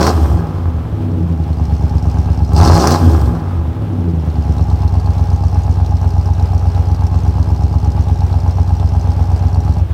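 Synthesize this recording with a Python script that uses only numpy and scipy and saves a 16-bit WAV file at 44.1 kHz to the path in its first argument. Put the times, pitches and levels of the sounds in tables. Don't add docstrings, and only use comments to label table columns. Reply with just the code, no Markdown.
import sys
import numpy as np
from scipy import signal
from scipy.fft import rfft, irfft
from scipy.io import wavfile
from scipy.ndimage import uniform_filter1d

SR = 44100
rng = np.random.default_rng(int(sys.argv[2]) if len(sys.argv) > 2 else 0)


def to_wav(s):
    ch = np.atleast_2d(s).T
    pcm = np.round(np.clip(ch, -1, 1) * 32767)
    wavfile.write(sys.argv[1], SR, pcm.astype(np.int16))


N = 437913
TIME = np.arange(N) / SR
PIPE_HZ, SWITCH_OFF_S = 81.89, 9.78
# opens_s, shuts_s, top_rpm, coast_s
THROTTLE_BLIPS = [(-.306, .0843, 3359, 2.09), (2.5, 2.9421, 3726.5, 2.0054)]


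def undb(db):
    return 10 ** (np.asarray(db) / 20)


def lookup(x, table):
    return np.interp(x, *np.transpose(table))


def convolve(x, response):
    return signal.fftconvolve(x, response)[:N]


def colour(x, outline, size=16384):
    hz, db = np.transpose(outline)
    bin_hz = np.arange(size // 2 + 1) * SR / size
    gain = undb(np.interp(np.log(bin_hz + 1), np.log(hz), db))
    cepstrum = irfft(np.log(gain))[:size // 2]
    cepstrum[0] /= 2
    return convolve(x, irfft(np.exp(rfft(2 * cepstrum, size))))


def steady(x):
    span = int(.122 * SR)
    return x / np.sqrt(uniform_filter1d(uniform_filter1d(x * x, span), span // 2) + 1e-18)


def clicks(times_s, levels_db):
    return np.bincount(np.clip(times_s * SR, 0, N - 1).astype(int), undb(levels_db), N)


def fade(x, decay_s):
    return signal.lfilter([1], [1, -np.exp(-1 / (decay_s * SR))], x)


def ring(x, t60_s, wet_db, size=8192):
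    tail = rng.standard_normal(size) * np.exp(-np.log(1000) * TIME[:size] / t60_s)
    return x + undb(wet_db) * convolve(x, tail / np.linalg.norm(tail))


def resonate(x, modes):
    for hz, width_hz, db in modes:
        x = x + (undb(db) - 1) * signal.lfilter(*signal.iirpeak(hz, hz / width_hz, fs=SR), x)
    return x


def pipe(x, echo, size=16384):
    round_trip = np.exp(-2j * np.pi * np.arange(size // 2 + 1) * SR / size / PIPE_HZ)
    return convolve(x, irfft(1 / (1 - echo * round_trip)))


def crank_rpm(lag_s=.0557, coast_power=2.7455, stall_rpm_per_s=2080):
    # time_s, speed_rpm
    idle_drift = [(1.8, 1026.5), (2.5, 1034.1), (5.2, 992.5), (6.8, 978), (7.4, 1006.4), (7.9, 1011.6),
                  (8.2, 985.3), (9.4, 984.6), (9.78, 1013.8)]
    idle_rpm = lookup(TIME, idle_drift)
    rpm = idle_rpm - stall_rpm_per_s * np.maximum(TIME - SWITCH_OFF_S, 0)
    for opens_s, shuts_s, top_rpm, coast_s in THROTTLE_BLIPS:
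        rise = np.interp(TIME, [opens_s + lag_s, shuts_s], [0, 1])
        fall = np.interp(TIME, [shuts_s, shuts_s + coast_s], [1, 0]) ** coast_power
        rpm = rpm + (top_rpm - idle_rpm) * rise * fall
    return rpm


def drive_gain(shut_db, open_db, lull_db, off_db_per_s):
    opening_s, shutting_s = .086, .061
    lull_after_s, lull_width_s = .045, .033
    db = shut_db + off_db_per_s * np.maximum(TIME - SWITCH_OFF_S, 0)
    for opens_s, shuts_s, _, _ in THROTTLE_BLIPS:
        corners_s = [opens_s, opens_s + opening_s, shuts_s, shuts_s + shutting_s]
        throttle = np.interp(TIME, corners_s, [0, 1, 1, 0])
        lull = np.exp(-((TIME - shuts_s - lull_after_s) / lull_width_s) ** 2)
        db = db + throttle * (open_db - shut_db) + lull * lull_db
    return undb(db)


def firings(crank, lead):
    # puff_db, late_intervals, bark_db, sizzle_db
    cylinders = [(-1.5, .06, -13, -6.5), (3.96, -.07, -25, -4.5), (-3, 0.0076, -29, -5.5),
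                 (-3.5, -0.032, -21, -1), (-4, -0.025, -26, -4), (-31, 0.02, -23, -7), (2.5, -.02, -19, -6),
                 (-8, 0.077, -19, -2.5)]
    fast_puffs = [-14.5, 3, -26, -1.5, 1.5, -43, 4, -10.5]
    number = np.arange(1, int(crank[-1]))
    cylinder = number % len(cylinders)
    puff_db, late, bark_db, sizzle_db, fast_db = np.column_stack([cylinders, fast_puffs])[cylinder].T
    times_s = np.interp(number + late - np.resize(lead, len(cylinders))[cylinder], crank, TIME)
    return times_s, {"slow": puff_db, "fast": fast_db, "bark": bark_db, "sizzle": sizzle_db}


def engine_bay():
    # freq_hz, gain_db
    spectrum = [(25, -42), (60, 6), (300, -5.5), (800, -13), (1500, -21.5), (1800, -26), (3000, -29),
                (3450, -30.5), (4500, -36), (7000, -43.5), (10500, -45.5), (15500, -46.5)]
    flutter_db = steady(colour(rng.standard_normal(N), [(8, 21.5), (30, -11), (200, -81)]))
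    return steady(colour(rng.standard_normal(N), spectrum)) * undb(flutter_db - 30)


def rush(rpm):
    # freq_hz, gain_db
    spectrum = [(2000, -16.5), (3200, 5), (4500, -11), (7500, -3), (9500, -1.5), (10400, -25.5),
                (12000, -1.5), (15500, -13)]
    # speed_rpm, level_db
    levels = [(2250, -64), (2700, -46.5), (3200, -42.5)]
    return steady(colour(rng.standard_normal(N), spectrum)) * undb(lookup(rpm, levels))


def cracks():
    # start_s, peak_db
    bursts = [(0.03, -8), (0.068, -8), (.075, -11), (2.534, -19), (2.584, -14), (2.616, -10), (2.778, -11),
              (2.8735, -1.5), (2.9081, -6), (2.942, -13), (3.215, -19)]
    # freq_hz, gain_db
    spectrum = [(300, -19), (1200, 26), (2500, -58), (4500, 9), (8000, 4), (10500, -37), (15500, 5)]
    envelope = fade(clicks(*np.transpose(bursts)), decay_s=.0007)
    return envelope * steady(colour(rng.standard_normal(N), spectrum))


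def sizzle(crank, rpm):
    # freq_hz, gain_db
    spectrum = [(1000, -15), (2000, -17), (2800, -9), (3450, -9), (4200, 7.5), (4800, -0.5), (5500, 5.5),
                (6800, -3), (8200, -13), (9700, -7), (10400, -34.5), (12500, -8), (15500, -27)]
    # freq_hz, width_hz, gain_db
    tip_modes = [(2740, 130, 9.5), (4300, 99, 0.5), (5280, 120, 5), (8080, 480, 10)]
    # speed_rpm, level_db
    levels = [(1020, -46), (1200, -55.5), (1650, -60.5), (2400, -52), (2750, -45), (3400, -36.5)]
    times_s, cylinder_db = firings(crank, lead=.24)
    level_scatter, pitch_scatter = rng.standard_normal((len(times_s), 2)).T
    spurts = clicks(times_s, cylinder_db["sizzle"] + 3.6 * level_scatter)
    flow = uniform_filter1d(fade(spurts, decay_s=.0046), size=60)
    grit = rng.standard_normal(N) * undb(.51 * rng.exponential(size=N))
    jet = steady(resonate(colour((flow + undb(-17)) * grit, spectrum), tip_modes))
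    latest_spurt = np.maximum(np.searchsorted(times_s, TIME) - 1, 0)
    whistle_hz = 5100 + 550 * pitch_scatter[latest_spurt] + 1500 * rng.standard_normal(N)
    whistle = steady(flow * np.sin(2 * np.pi * np.cumsum(whistle_hz) / SR))
    gain = drive_gain(lookup(rpm, levels), open_db=-24.5, lull_db=-1.1, off_db_per_s=-180)
    return (undb(-3.54) * jet + undb(-5) * whistle) * gain


def growl(crank, rpm):
    # freq_hz, gain_db
    spectrum = [(70, -16), (125, 8), (165, 3), (240, -7), (320, 2), (390, 2), (460, -12), (600, -24),
                (3000, -100)]
    # speed_rpm, level_db
    levels = [(1500, -64), (2500, -28), (3300, -26.5)]
    times_s, cylinder_db = firings(crank, lead=.017)
    gain = drive_gain(lookup(rpm, levels), open_db=-16.5, lull_db=-3, off_db_per_s=-100)
    return steady(colour(clicks(times_s, cylinder_db["fast"]), spectrum)) * gain


def bark(crank):
    front_leads = [.34, .27, .3, .18, .3, .04, .25, .24]
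    # freq_hz, gain_db
    spectrum = [(150, -51.5), (300, -21.5), (420, -4), (520, -8.5), (720, 6.5), (920, -5.5), (1300, -3.5),
                (1420, -22), (1620, -7.5), (1900, -48), (3300, -32), (6000, -43)]
    # freq_hz, width_hz, gain_db
    tailpipe_modes = [(408.3, 22, 15.5), (579, 17, 9.9), (841, 24.3, 12.2), (888, 250, 8.1),
                      (1083, 15, 2.4), (2680, 99, 25)]
    times_s, cylinder_db = firings(crank, lead=front_leads)
    fronts = clicks(times_s, cylinder_db["bark"] + .7 * rng.standard_normal(len(times_s)))
    gas = (undb(-30) * fade(fronts, decay_s=.004) + undb(-52)) * rng.standard_normal(N)
    piped = pipe(colour(fronts + gas, spectrum), echo=.53)
    return steady(ring(resonate(piped, tailpipe_modes), t60_s=.1, wet_db=-12))


def roar(crank):
    # freq_hz, gain_db
    spectrum = [(150, -25), (320, -4), (430, -1), (510, -8), (620, -5), (820, 1), (950, -6), (1330, -5),
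                (1430, -16), (1620, -16), (1850, -27), (3300, -33), (6000, -50)]
    times_s, cylinder_db = firings(crank, lead=.093)
    shocks = clicks(times_s, .5 * cylinder_db["fast"] + 3.1 * rng.standard_normal(len(times_s)))
    gas = (undb(-23) * fade(shocks, decay_s=.004) + undb(-26)) * rng.standard_normal(N)
    piped = pipe(colour(shocks + gas, spectrum), echo=.059)
    return steady(ring(piped, t60_s=.092, wet_db=-5))


def puff_fronts(crank, rpm):
    # speed_rpm, level_db
    levels = [(990, -31), (1170, -37.5), (1650, -37.5), (2350, -31), (3300, -23)]
    revving = np.clip((rpm - 1080) / 750, 0, 1)
    gain = drive_gain(lookup(rpm, levels), open_db=-15, lull_db=-.5, off_db_per_s=-180)
    return (np.sqrt(1 - revving) * bark(crank) + np.sqrt(revving) * roar(crank)) * gain


def gas_puffs(crank, rpm):
    coasting = np.clip((rpm - 1050) / 300, 0, 1) * (np.gradient(rpm) < 0)
    pulling = np.gradient(rpm) * SR > 1000
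    near_bank = np.maximum(np.clip((rpm - 1400) / 600, 0, 1), pulling)
    times_s, cylinder_db = firings(crank, lead=.022)
    slow_db, fast_db = cylinder_db["slow"], cylinder_db["fast"]
    puff_db = slow_db + np.interp(times_s, TIME, near_bank) * (fast_db - slow_db)
    uneven = np.interp(times_s, TIME, coasting)
    jitter_s = .0006 * uneven * rng.standard_normal(len(times_s))
    scatter_db = (.4 + 2.2 * uneven) * rng.standard_normal(len(times_s))
    puffs = clicks(times_s + jitter_s, puff_db + scatter_db)
    eddies = (undb(-60) + undb(-24) * coasting) * fade(puffs, decay_s=.02) * rng.standard_normal(N)
    return puffs + signal.sosfilt(signal.butter(4, 300, "high", fs=SR, output="sos"), eddies)


def boom(crank, rpm):
    # freq_hz, gain_db
    spectrum = [(20, -21), (40, -5.5), (65, -1), (90, 7.5), (130, -6.5), (180, -13.5), (250, -27),
                (400, -36), (800, -51), (2000, -91.5)]
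    # freq_hz, width_hz, gain_db
    muffler_modes = [(172.4, 6.1, 5), (210.4, 63, -5), (246.7, 12.5, 12), (316.4, 38, 7)]
    # speed_rpm, level_db
    shut_levels = [(1000, -11.3), (1150, -16), (1350, -17), (1620, -20), (1950, -13.5), (2150, -18.5),
                   (2370, -24), (2600, -11), (3200, -6.5)]
    # speed_rpm, level_db
    open_levels = [(1100, -5), (2100, -5), (2900, -14.5), (3600, -13)]
    # speed_rpm, level_db
    overtone_levels = [(980, -28.5), (1025, -22.5), (1110, -24.5), (1260, -17.5), (1700, -27),
                       (2200, -25.5), (2480, -18.5), (2850, -23.5), (3400, -10.5)]
    piped = pipe(colour(gas_puffs(crank, rpm), spectrum), echo=.39)
    muffled = resonate(piped, muffler_modes)
    radiated = signal.sosfiltfilt(signal.butter(4, 35, "high", fs=SR, output="sos"), muffled)
    low = signal.sosfiltfilt(signal.butter(4, 140, fs=SR, output="sos"), radiated)
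    low_gain = drive_gain(lookup(rpm, shut_levels), lookup(rpm, open_levels),
                          lull_db=-9, off_db_per_s=-22)
    overtone_gain = drive_gain(lookup(rpm, overtone_levels),
                               open_db=-14.5, lull_db=-13.5, off_db_per_s=-100)
    return steady(low) * low_gain + steady(radiated - low) * overtone_gain


def scene():
    rpm = crank_rpm()
    crank = .904 + np.cumsum(rpm / 60 * 4) / SR
    mids = puff_fronts(crank, rpm)
    lows = boom(crank, rpm) + growl(crank, rpm)
    tip = ring(sizzle(crank, rpm) + cracks(), t60_s=.09, wet_db=-9)
    return (engine_bay() + rush(rpm) + tip + mids + lows)[None]


def record(dry, top_hz=15800):
    rounded = dry / (1 + dry ** 8) ** (1 / 8)
    return signal.sosfilt(signal.ellip(10, .1, 80, top_hz, fs=SR, output="sos"), rounded)


dry = scene()
out = record(dry)
to_wav(out)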